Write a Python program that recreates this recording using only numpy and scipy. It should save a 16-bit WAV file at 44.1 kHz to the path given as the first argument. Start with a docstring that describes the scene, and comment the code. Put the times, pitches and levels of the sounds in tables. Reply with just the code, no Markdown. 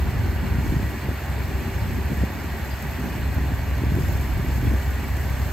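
"""A small rice combine drones in a breezy field, heard at two microphone ports, left and right.
Noise coloured by panel resonances makes the thresher's roar, and noise in fine grains the straw's rustle;
short bursts tick once an engine cycle, and wavering sines make the hum and whine of the machine.
Gusts buffet the ports as low noise; short swings add low swells of the throb and higher, wind-like thumps."""
import sys
import numpy as np
from scipy import signal
from scipy.fft import rfft, irfft, next_fast_len
from scipy.io import wavfile
from scipy.ndimage import uniform_filter1d, map_coordinates

SR = 44100
rng = np.random.default_rng(int(sys.argv[2]) if len(sys.argv) > 2 else 0)


def dump(signal):
    """Clip the signal to [-1, 1] and save it as 16-bit WAV at the path in sys.argv[1]."""
    limited = np.clip(np.atleast_2d(signal).T, -1, 1)
    pcm = np.round(limited * 32767).astype(np.int16)
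    wavfile.write(sys.argv[1], SR, pcm)


N = 243431

# Panel resonances as heard at the ports:
# centre_hz, relative_gain_db, left_minus_right_db, likeness (correlation of the ports), left_lead_rad
PANEL_COLOUR = [(517, -1.2, -1, 0.67, 0.44), (810, 0, -6, 0.91, -0.11), (920, -2.5, -1, 1, 0.23),
                (1390, -6, 0, 0.64, -0.45), (1473, -2.5, -6, 0.98, -0.74), (1830, -2, -0.5, 0.91, 0.31),
                (2090, -5.5, -1.5, 0.64, 0.23), (2224, -4, -6, 0.94, 0.44), (2960, -10.5, 4, 0.58, 0.36),
                (3400, -15, -9, 0.44, -0.51), (3555, -12, 10.5, 0.7, -0.71), (3720, -20.5, 8.5, 0.58, 0.64),
                (4166, -11.5, -3, 0.97, -0.71), (4950, -21.5, -4.5, 0.36, 0.73)]


def thresher_roar():
    """Forced resonance: broadband noise drives the panels, which favour their own frequencies."""
    covers = rattle(count=1600, low_hz=1000.3, high_hz=3007, t60=0.11, spread_db=3.5)[[0, 0]]
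    drive = unit(patchy(depth_db=0.85)) + .5 * unit(grainy(rate=400, spread_db=2.5))
    drive = drive + amp(-16.5) * covers  # loose covers ring under the roar
    return amp(-37) * unit(at_ports(through_modes(drive), PANEL_COLOUR))  # a steady level


def through_modes(pair):
    """Modal resonance: the sheet metal lifts narrow bands out of the roar."""
    # modes of the sheet metal: centre_hz, width_hz, boost_db
    modes = [(544, 12, 5.5), (591, 6.6, 5), (840, 36, 0.5), (900, 124, 3), (985, 17, 3.5), (1700, 44, 0),
             (1940, 90, 1.5), (2210, 44, 0.5), (2744, 21, 1.5)]
    m = next_fast_len(N + 8192)
    f = np.fft.rfftfreq(m, 1 / SR)
    boost_db = sum(db / (1 + (2 * (f - hz) / width) ** 2) for hz, width, db in modes)
    return irfft(rfft(pair, m) * amp(boost_db), m)[:, :N]


def rattle(count, low_hz, high_hz, t60, spread_db):
    """Free damped vibration: chains, fingers and covers are small pieces, each ringing at its own pitch."""
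    draw = rng.random((count, 4))
    t = np.arange(int(.05 * SR)) / SR  # each ring is cut off after 50 ms
    hz = low_hz + (high_hz - low_hz) * draw[:, [1]]
    size_db = spread_db * draw[:, [2]]
    envelope = amp(size_db - 60 * t / t60) * (1 - np.exp(-t / 0.0027))
    rings = envelope * np.sin(2 * np.pi * hz * t)
    # both channels lie end to end on one line; each piece falls in either half
    channel_length = N + len(t)
    start = (draw[:, [0]] * N).astype(int) + (draw[:, [3]] < .5) * channel_length
    both = np.bincount((start + np.arange(len(t))).ravel(), rings.ravel(), 2 * channel_length)
    return unit(both.reshape(2, -1)[:, :N])


def straw_and_ticks():
    """Granular noise with interchannel phase: straw and thin ticks differ left to right by band."""
    # feed of straw: time_s, relative_level_db
    feed = [(0.0, -49), (0.52, -49.5), (0.68, -47.5), (1.1, -49), (1.69, -48.5), (1.95, -48), (2.35, -49),
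            (2.78, -48), (3.89, -49.5), (4.07, -45.5), (4.4, -49), (4.55, -46.5), (5.05, -47.5), (5.3, -47),
            (5.52, -46.5)]
    # colour at the ports, which are opposed near 9 to 11 kHz:
    # centre_hz, relative_gain_db, left_minus_right_db, likeness, left_lead_rad
    straw_colour = [(5000, -15.7, -1.5, .54, 1.4), (5350, -17.5, -1.2, .35, 1.5),
                    (5480, -21.5, -.9, .1, 2.2), (5780, -19.8, 0, .3, 2.4), (6050, -18.3, .5, .23, -.8),
                    (6300, -18.8, 3, .4, -.3), (6750, -18.3, 5.5, .45, -.2), (6900, -19.5, 5, .5, -.3),
                    (7800, -18.6, 4, .67, -.9), (8600, -19.2, 2.6, .67, -1.8), (9150, -22, 0, 1, -np.pi),
                    (10100, -23.6, 0, 1, -np.pi), (10900, -20.5, 0, 1, -np.pi), (11250, -17.6, 0, .3, -4.6),
                    (11600, -15, 0, .8, -6.1), (12400, -17, 0, 1, -2 * np.pi),
                    (14800, -21.5, 0, 1, -2 * np.pi), (15200, -22, 0, .8, -2 * np.pi),
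                    (15700, -24, 0, .55, -2 * np.pi)]
    feed_db, = curves(feed)
    clumps = wobble(21.99)
    quick = clumps - uniform_filter1d(clumps, size=SR // 5)
    straw = unit(grainy(rate=850, spread_db=2.0)) + 0.98 * unit(patchy(depth_db=1.5))
    chains = .3 * rattle(count=1500, low_hz=4900, high_hz=11000, t60=.07, spread_db=5)
    rustle = amp(feed_db + .35 * quick) * (straw + chains)  # clumps pass unevenly
    return amp(20.0) * at_ports(rustle + amp(2.8) * ticks(dull=False), straw_colour)


def knocks():
    """Transmission through panels: duller ticks take on the resonances of the covers."""
    return amp(6.0) * at_ports(ticks(dull=True), PANEL_COLOUR)


def ticks(dull):
    """Impulsive excitation: each blow is a short noise burst; differencing thins it unless dull."""
    # single ticks placed by time, many of them loud: time_s, relative_strength_db
    single_ticks = [(0.2643, -47), (0.3511, -49), (0.6754, -46), (1.0374, -48), (1.2371, -45),
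                    (1.4304, -48), (1.8764, -47), (2.1685, -44), (2.5182, -49), (2.6289, -47),
                    (2.8205, -41), (2.9078, -44), (2.9946, -46), (3.3408, -43), (3.689, -47), (3.7763, -50),
                    (3.9499, -43), (4.0796, -42), (4.1235, -43), (4.2084, -45), (4.5574, -44),
                    (4.6334, -44), (4.8165, -47), (4.9023, -48), (5.0779, -46), (5.2354, -46)]
    turns, tick_db = engine_turns()
    at = np.flatnonzero(np.diff(np.floor(turns)))
    blows = np.zeros(N)
    blows[at] = amp(tick_db[at] + rng.uniform(-6, 2, len(at)))
    for s, db in single_ticks:
        blows[round(s * SR)] = amp(db)
    t = np.arange(SR // 25) / SR
    onset = (1 - np.exp(-t / .0015)) ** 2
    decay = amp(-60 * t / .028) + .15 * amp(-60 * t / .09)  # a quick decay and a weak slower one
    burst = rng.standard_normal((2, N)) * signal.fftconvolve(blows, onset * decay)[:N]
    return burst if dull else np.diff(burst, prepend=0)


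def engine_turns():
    """Periodic timing: cycles passed since the start, with uneven lateness, and the strength of the tick."""
    # engine cycle: time_s, lateness_ms, relative_tick_db
    cycle = [(0, 8.5, -45), (.5, 1.5, -54), (.9, -0.5, -46.5), (1.8, -4.5, -51), (2.2, 6, -48),
             (2.6, 4, -47), (3.3, 2, -52), (4, 1.5, -47.5), (4.9, 4, -43), (5.52, 3.5, -42)]
    cycle_hz = 23.05
    late_ms, tick_db = curves(cycle)
    return cycle_hz * (np.arange(N) / SR - late_ms / 1000), tick_db


def hum():
    """Superposition: the machine's tones add alike at both ports, the metal rings unequally."""
    # low machine tones, and thin wavering strands within the whirr: pitch_hz, rms_db, pitch_waver_hz
    machine_tones = [(134, -44, .6), (227.5, -47, .8), (269.5, -53, .6), (341, -54, 2), (386, -57, 1),
                     (406, -56, 1.5), (1157, -57.5, 1.2), (1828, -64, 1.5), (1425, -64, 3), (1540, -63, 5),
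                     (1650, -65, 5), (1682, -65, 4), (1712, -65, 5), (1790, -63, 5), (1846, -62, 1.5),
                     (1893, -63, 5), (1965, -63, 8), (2003, -65, 4), (2032, -65.5, 3), (2226, -66, 4),
                     (2272, -67, 4), (2763, -65, 4)]
    tones = wavering(machine_tones, waver_db=1.5, rate=7.7) + engine_orders() + load_tones()
    tones = tones + gear_whine() + squeals()
    return np.sqrt(2) * (tones + metal_rings() * amp([[2.5], [-6]]))  # root 2 turns rms into peak


def engine_orders():
    """Harmonic excitation: a cover rings with whole multiples of the engine cycle."""
    # engine orders: multiple, rms_db
    orders = [(29, -61), (30, -59), (31, -63)]
    turns = engine_turns()[0]
    return sum(amp(db + 3.1 * wobble(1.4)) * np.sin(2 * np.pi * (k * turns + rng.random()))
               for k, db in orders)


def load_tones():
    """Succession of partials: one tone fades out, then another sets in and stays."""
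    since = np.arange(N) / SR - 2.9  # seconds from the changeover
    loaded = amp(-45 + wobble(4)) * np.sin(2 * np.pi * 269.7 * since + wobble(2))
    unloaded = wavering([(386, -49.5, 2)], waver_db=2.5, rate=8)  # Hz, dB rms, Hz
    return np.clip(since / .2, 0, 1) * loaded + np.clip(-since / .4, 0, 1) * unloaded


def gear_whine():
    """Frequency modulation: a gear whine wanders slowly and wavers quickly in pitch and level."""
    # gear whine: time_s, pitch_hz, rms_db
    whine = [(0, 1955, -55), (.45, 1965, -55.5), (.9, 1938, -53), (1.3, 1928, -57), (2, 1925, -55),
             (2.7, 1930, -54), (3.3, 1938, -58), (4.3, 1936, -58), (5, 1931, -53), (5.52, 1935, -58)]
    flutter_db, waver_hz = 3, 10
    whine_hz, whine_db = curves(whine)
    turns = np.cumsum(whine_hz + waver_hz * wobble(45)) / SR
    return amp(whine_db + flutter_db * wobble(12)) * np.sin(2 * np.pi * turns)


def squeals():
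    """Amplitude envelope: faint, nearly steady tones swell and fade over half a sine."""
    # squeals: start_s, pitch_hz, rms_db (at the crest), length_s
    tones = [(.22, 1402, -53, .6), (2.35, 1828, -56.5, .9)]
    t = np.arange(N) / SR
    return sum(amp(db) * arch(t, s, length) * np.sin(2 * np.pi * hz * t + wobble(11))
               for s, hz, db, length in tones)


def metal_rings():
    """Phase modulation: a quick random phase roughens short rings of metal."""
    # rings: start_s, pitch_hz, relative_level_db, length_s
    short_rings = [(2.703, 4760, -48, .024), (2.703, 4120, -54, .034), (2.703, 5000, -54, .026),
                   (2.722, 4900, -52, .02), (2.736, 4780, -51, .014), (2.66, 4250, -52, .014),
                   (4.657, 3390, -45.5, .012), (4.667, 3370, -50, .011)]
    t = np.arange(N) / SR
    rough = .6 * wobble(200)  # radians
    return sum(amp(db) * arch(t, s, length) * np.sin(2 * np.pi * hz * t + rough)
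               for s, hz, db, length in short_rings)


def throb():
    """Beating: two low shaft tones of neighbouring pitch; also gives the turns of the lower."""
    # lowest shaft tone, which swells and sinks: time_s, level_db (rms)
    swell = [(0, -22.5), (.2, -31), (.7, -38), (.95, -32), (1.03, -37), (1.12, -30), (1.27, -34),
             (1.45, -32), (1.85, -34), (2.1, -26), (2.4, -38.5), (2.6, -31.5), (2.95, -36.5), (3.35, -27),
             (3.8, -31), (4, -33), (4.2, -31), (4.37, -42), (4.55, -26.5), (5.1, -26.5), (5.52, -32)]
    throb_hz, drift_hz = 66.9, .35
    throb_db, = curves(swell)
    turns = np.cumsum(throb_hz + drift_hz * wobble(2.98)) / SR + rng.random()
    low = amp(throb_db + 1.2 * wobble(10)) * np.cos(2 * np.pi * turns)
    second = wavering([(86.2, -36, .6)], waver_db=2, rate=5.5)  # Hz, dB rms, Hz
    return np.sqrt(2) * (low + second), turns  # root 2 turns rms into peak


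def thumps(throb_turns):
    """Steepened wave packets: low swells of the throb and higher, wind-like thumps; also the dip under each."""
    # low swells and thumps: centre_s, level_db, pitch_hz
    packets = [(0.029, -16.5, 75), (0.09, -19, 81.5), (0.169, -17.5, 83), (0.2, -15.5, 90),
               (0.294, -14.5, 76.5), (0.364, -17, 80), (0.47, -23, 79), (0.518, -12.5, 77),
               (0.587, -12, 119), (0.6, -18, 69.5), (0.612, -22, 200), (0.634, -18.5, 75),
               (0.645, -19.5, 240), (0.665, -18, 284), (0.697, -13, 74), (0.724, -12.5, 230),
               (0.731, -20, 111), (0.742, -19, 260), (0.767, -11.5, 122), (0.799, -18.5, 250),
               (0.83, -17, 166), (0.846, -16, 81), (0.895, -21, 91), (1.075, -25.5, 230), (1.089, -22, 332),
               (1.092, -16.5, 80), (1.115, -23, 262), (1.301, -18, 76), (1.366, -19, 88),
               (1.408, -19, 76.6), (1.447, -19.5, 78.5), (1.551, -16.5, 67.5), (1.764, -18.5, 81.4),
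               (1.824, -15.5, 86), (1.96, -20.5, 82), (2.012, -20.5, 76), (2.057, -18.5, 80),
               (2.119, -17, 222), (2.173, -21, 227), (2.185, -16.5, 74), (2.217, -13, 79),
               (2.236, -12.5, 208), (2.24, -14.5, 94), (2.304, -22.5, 276), (2.445, -21, 232),
               (2.532, -22, 70), (2.63, -20.5, 78), (2.736, -19, 78), (2.891, -19.5, 80), (3.035, -23, 78),
               (3.042, -21.5, 242), (3.079, -20, 200), (3.154, -21, 229), (3.234, -18.5, 78),
               (3.285, -17.5, 74), (3.371, -13.5, 82), (3.384, -19.5, 198), (3.472, -20, 74),
               (3.52, -17.5, 200), (3.536, -15, 81), (3.727, -16.5, 66.7), (3.793, -19.5, 95),
               (3.82, -17, 115), (3.822, -24, 247), (3.838, -15, 282), (3.845, -15.5, 80),
               (3.868, -14, 89.5), (3.892, -14, 70.4), (3.921, -15, 140), (3.941, -13.5, 84),
               (3.952, -20, 241), (3.965, -15.5, 115), (3.973, -17, 274), (3.987, -17.5, 293),
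               (4.011, -16, 125), (4.039, -14.5, 79), (4.087, -15, 81.6), (4.112, -25, 200),
               (4.153, -13.5, 70.5), (4.206, -15.5, 68), (4.359, -16, 80), (4.397, -15.5, 137),
               (4.448, -20, 258), (4.478, -16, 66), (4.524, -16.5, 70.5), (4.559, -15.5, 74),
               (4.63, -20, 240), (4.672, -17, 282), (4.678, -11.5, 94), (4.7, -15, 60), (4.718, -18, 281),
               (4.738, -17.5, 218), (4.748, -13, 80), (4.882, -16.5, 79.4), (4.945, -21, 70),
               (5.034, -23, 276), (5.109, -18.5, 75), (5.145, -18.5, 82), (5.201, -18.5, 71),
               (5.26, -17, 87), (5.308, -16.5, 86.5), (5.342, -17.5, 70), (5.4, -18, 75),
               (5.424, -16, 72.5), (5.465, -18, 81)]
    swell_top_hz = 112  # swells below this follow the throb's phase
    steep_2nd, steep_3rd = 0.23, 0.093  # overtones that steepen the falling flank
    edge_hz, edge_db = 430, -16.5  # the sharp edge at the centre, its level relative to the swing
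    give_way, give_width = .85, 1.1  # depth of the dip; its width, in periods of the thump
    t = np.arange(SR // 7) / SR - 1 / 14  # seconds from the centre
    swings, passes = np.zeros((2, N + SR)), np.ones(N + SR)
    for (s, db, hz), (phase, edge_phase) in zip(packets, rng.random((len(packets), 2))):
        first = round(s * SR - len(t) / 2)
        span = slice(max(first, 0), max(first + len(t), 0))
        cut = len(t) - (span.stop - span.start)  # samples that fall before the start
        if hz < swell_top_hz:
            phase = throb_turns[round(s * SR)]
        angle = 2 * np.pi * (hz * t + phase + [[.035], [-.035]])  # left leads right
        overtones = steep_2nd * np.sin(2 * angle) - steep_3rd * np.cos(3 * angle)
        wave = np.cos(angle) + (hz < 2 * swell_top_hz) * overtones
        narrowing_hz = hz + 0.43 * max(hz - swell_top_hz, 0)  # higher thumps make fewer swings
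        swing = amp(db) * np.exp(-(t * narrowing_hz / 0.74) ** 2) * wave
        edge = np.exp(-(t * edge_hz / 0.42) ** 2) * np.cos(2 * np.pi * (edge_hz * t + edge_phase))
        swings[:, span] += (swing + amp(db + edge_db) * edge)[:, cut:]
        passes[span] *= 1 - give_way * np.exp(-(t[cut:] * hz / give_width) ** 2)
    return swings[:, :N], passes[:N]


def chassis_rumble():
    """Structure-borne sound: patchy low noise stands for the chassis and tracks."""
    # rumble at the ports: centre_hz, relative_gain_db, left_minus_right_db, likeness, left_lead_rad
    rumble_colour = [(40, -38, 0, .95, 0), (67.5, -0.5, 0, 0.82, 0.0041), (147, -1.5, 0.01, 0.4, 0),
                     (260, -19.5, 0, 0.35, 0.013), (378, -8, 0.017, 0.98, 0.017), (464, -13.5, 0, 0.97, 0)]
    return amp(-39.0) * unit(at_ports(patchy(depth_db=2), rumble_colour))


def wind():
    """Turbulent pressure: gusts push the ports slowly and flutter in lumps."""
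    # gusts: time_s, buffet_db, flutter_db
    gusts = [(0, -23, -30), (.52, -27.5, -31.5), (.66, -22, -30), (.84, -25.5, -34.5), (1.03, -45, -37),
             (1.09, -43, -31), (1.17, -42, -41), (1.45, -33, -34), (1.87, -28.5, -32), (2.01, -28, -32),
             (2.22, -29, -29), (2.26, -40, -35.5), (2.78, -39, -40.5), (3.08, -31, -31.5), (3.4, -28, -35),
             (3.78, -28.5, -34.5), (3.86, -25, -28), (3.98, -22, -26), (4.06, -22.5, -32), (4.58, -25, -32),
             (4.72, -20, -28), (4.82, -29.5, -36.5), (5.05, -28, -35.5), (5.52, -31, -36)]
    # slow push: centre_hz, relative_gain_db, left_minus_right_db, likeness, left_lead_rad
    buffet_colour = [(28, -34, 0.0024, .9, 0.014), (41, -7, 0.01, 0.9, 0.0049), (61, 1, 0, 0.99, 0.013),
                     (103, -8.5, 0.0094, 0.74, 0.0076), (137, -9, 0.0053, 0.75, 0.0087),
                     (186, -32, 0.0029, 0.6, 0)]
    # flutter: centre_hz, relative_gain_db, left_minus_right_db, likeness, left_lead_rad
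    flutter_colour = [(89.5, -10, 0, 0.56, 0), (139, -3.5, 0.012, 1, 0.0062), (255, -6, 0.006, 0.7, 0),
                      (373, -13, 0.0047, 0.75, 0.013), (495, -21, 0, 0.77, 0.0076)]
    buffet_db, flutter_db = curves(gusts)
    push = evened(at_ports(rng.standard_normal((2, N)), buffet_colour), .04)
    swells = amp(1.5 * wobble(16))  # random swells within a gust
    buffet = amp(buffet_db) * unit(swells * push)
    lumps = amp(3.2 * wobble(40) + 0.69 * wobble(13))
    quick = evened(at_ports(rng.standard_normal((2, N)), flutter_colour), 0.02)
    return buffet, amp(flutter_db) * unit(lumps * quick)


def amp(db):
    """Decibel law: the amplitude ratio for a level."""
    return 10 ** (np.asarray(db) / 20)


def unit(x):
    """Normalisation to a root mean square of one."""
    return x / np.sqrt(np.mean(x ** 2) + 1e-20)


def curves(rows):
    """Linear interpolation: one value per sample for each column after the time."""
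    s, *cols = np.transpose(rows)
    return [np.interp(np.arange(N) / SR, s, c) for c in cols]


def wobble(rate):
    """Band-limited randomness: a smooth curve through random knots, rate of them a second."""
    knots = rng.standard_normal(int(N * rate / SR) + 4)
    return map_coordinates(knots, [np.arange(N) * rate / SR])


def arch(t, s, length):
    """Half-sine envelope from s on."""
    return np.sin(np.pi * np.clip((t - s) / length, 0, 1))


def wavering(table, waver_db, rate):
    """Random modulation: sines that waver in pitch and level."""
    tones = 0
    for hz, db, waver_hz in table:
        level = amp(db + waver_db * wobble(rate))
        turns = np.cumsum(hz + waver_hz * wobble(3)) / SR + rng.random()
        tones = tones + level * np.sin(2 * np.pi * turns)
    return tones


def patchy(depth_db):
    """Time-frequency modulation: two noises share patches of random gain."""
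    z = signal.stft(rng.standard_normal((2, N)), nperseg=512)[2]
    field = uniform_filter1d(rng.standard_normal(z.shape[1:]), size=6, axis=0)
    field = uniform_filter1d(field, size=8, axis=1)
    return signal.istft(z * amp(depth_db * unit(field)), nperseg=512)[1][:, :N]


def grainy(rate, spread_db):
    """Granular modulation: two noises are shaped by the same grains of unlike sizes, rate a second."""
    size = amp(spread_db * np.minimum(rng.exponential(size=int(N * rate / SR) + 2), 4))
    return rng.standard_normal((2, N)) * np.interp(np.arange(N) * rate / SR, np.arange(len(size)), size)


def evened(pair, seconds):
    """Level compression: smooths part of the noise's own swells, so that the gusts set its level."""
    power = uniform_filter1d(np.mean(pair ** 2, axis=0), int(seconds * SR))
    return unit(pair / (np.abs(power) + .1 * power.mean()) ** .35)


def at_ports(pair, table):
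    """Spatial coherence: the ports share the first signal and hear the second opposed, then step apart."""
    m = next_fast_len(N + 8192)
    hz, *cols = np.transpose(table)
    grid = np.log(np.fft.rfftfreq(m, 1 / SR) + 1)
    db, tilt_db, alike, lead = [np.interp(grid, np.log(hz), c) for c in cols]
    # steep slopes beyond both ends of the table
    db -= 90 * np.maximum(np.log(hz[0]) - grid, 0) + 300 * np.maximum(grid - np.log(hz[-1]), 0)
    turn = np.arccos(np.clip(alike, 0, 1)) / 2  # mixing angle that gives the likeness
    same, opposed = rfft(pair, m) * amp(db) * [np.cos(turn), np.sin(turn)]
    step = amp(tilt_db / 2) * np.exp(.5j * lead)
    return irfft([(same + opposed) * step, (same - opposed) / step], m)[:, :N]


def scene():
    """Superposition: all sources add; throb, buffet and flutter dip under each thump."""
    buffet, flutter = wind()
    shaft, turns = throb()
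    swings, passes = thumps(turns)
    machine = thresher_roar() + straw_and_ticks() + knocks() + hum() + chassis_rumble()
    return machine + np.sqrt(passes) * (flutter + shaft) + passes * buffet + swings


def record(dry):
    """Band limiting: the microphone rolls off the deepest bass and passes nothing above its top."""
    low_cut_hz, top_hz = 30, 15780
    m = next_fast_len(N + 8192)
    hz = np.fft.rfftfreq(m, 1 / SR)
    rise = 1j * hz / low_cut_hz
    bass_cut = (rise ** 2 / (1 + np.sqrt(2) * rise + rise ** 2)) ** 2  # two second-order stages
    return irfft(rfft(dry, m) * bass_cut * (hz < top_hz), m)[:, :N]


dry = scene()
out = record(dry)
dump(out)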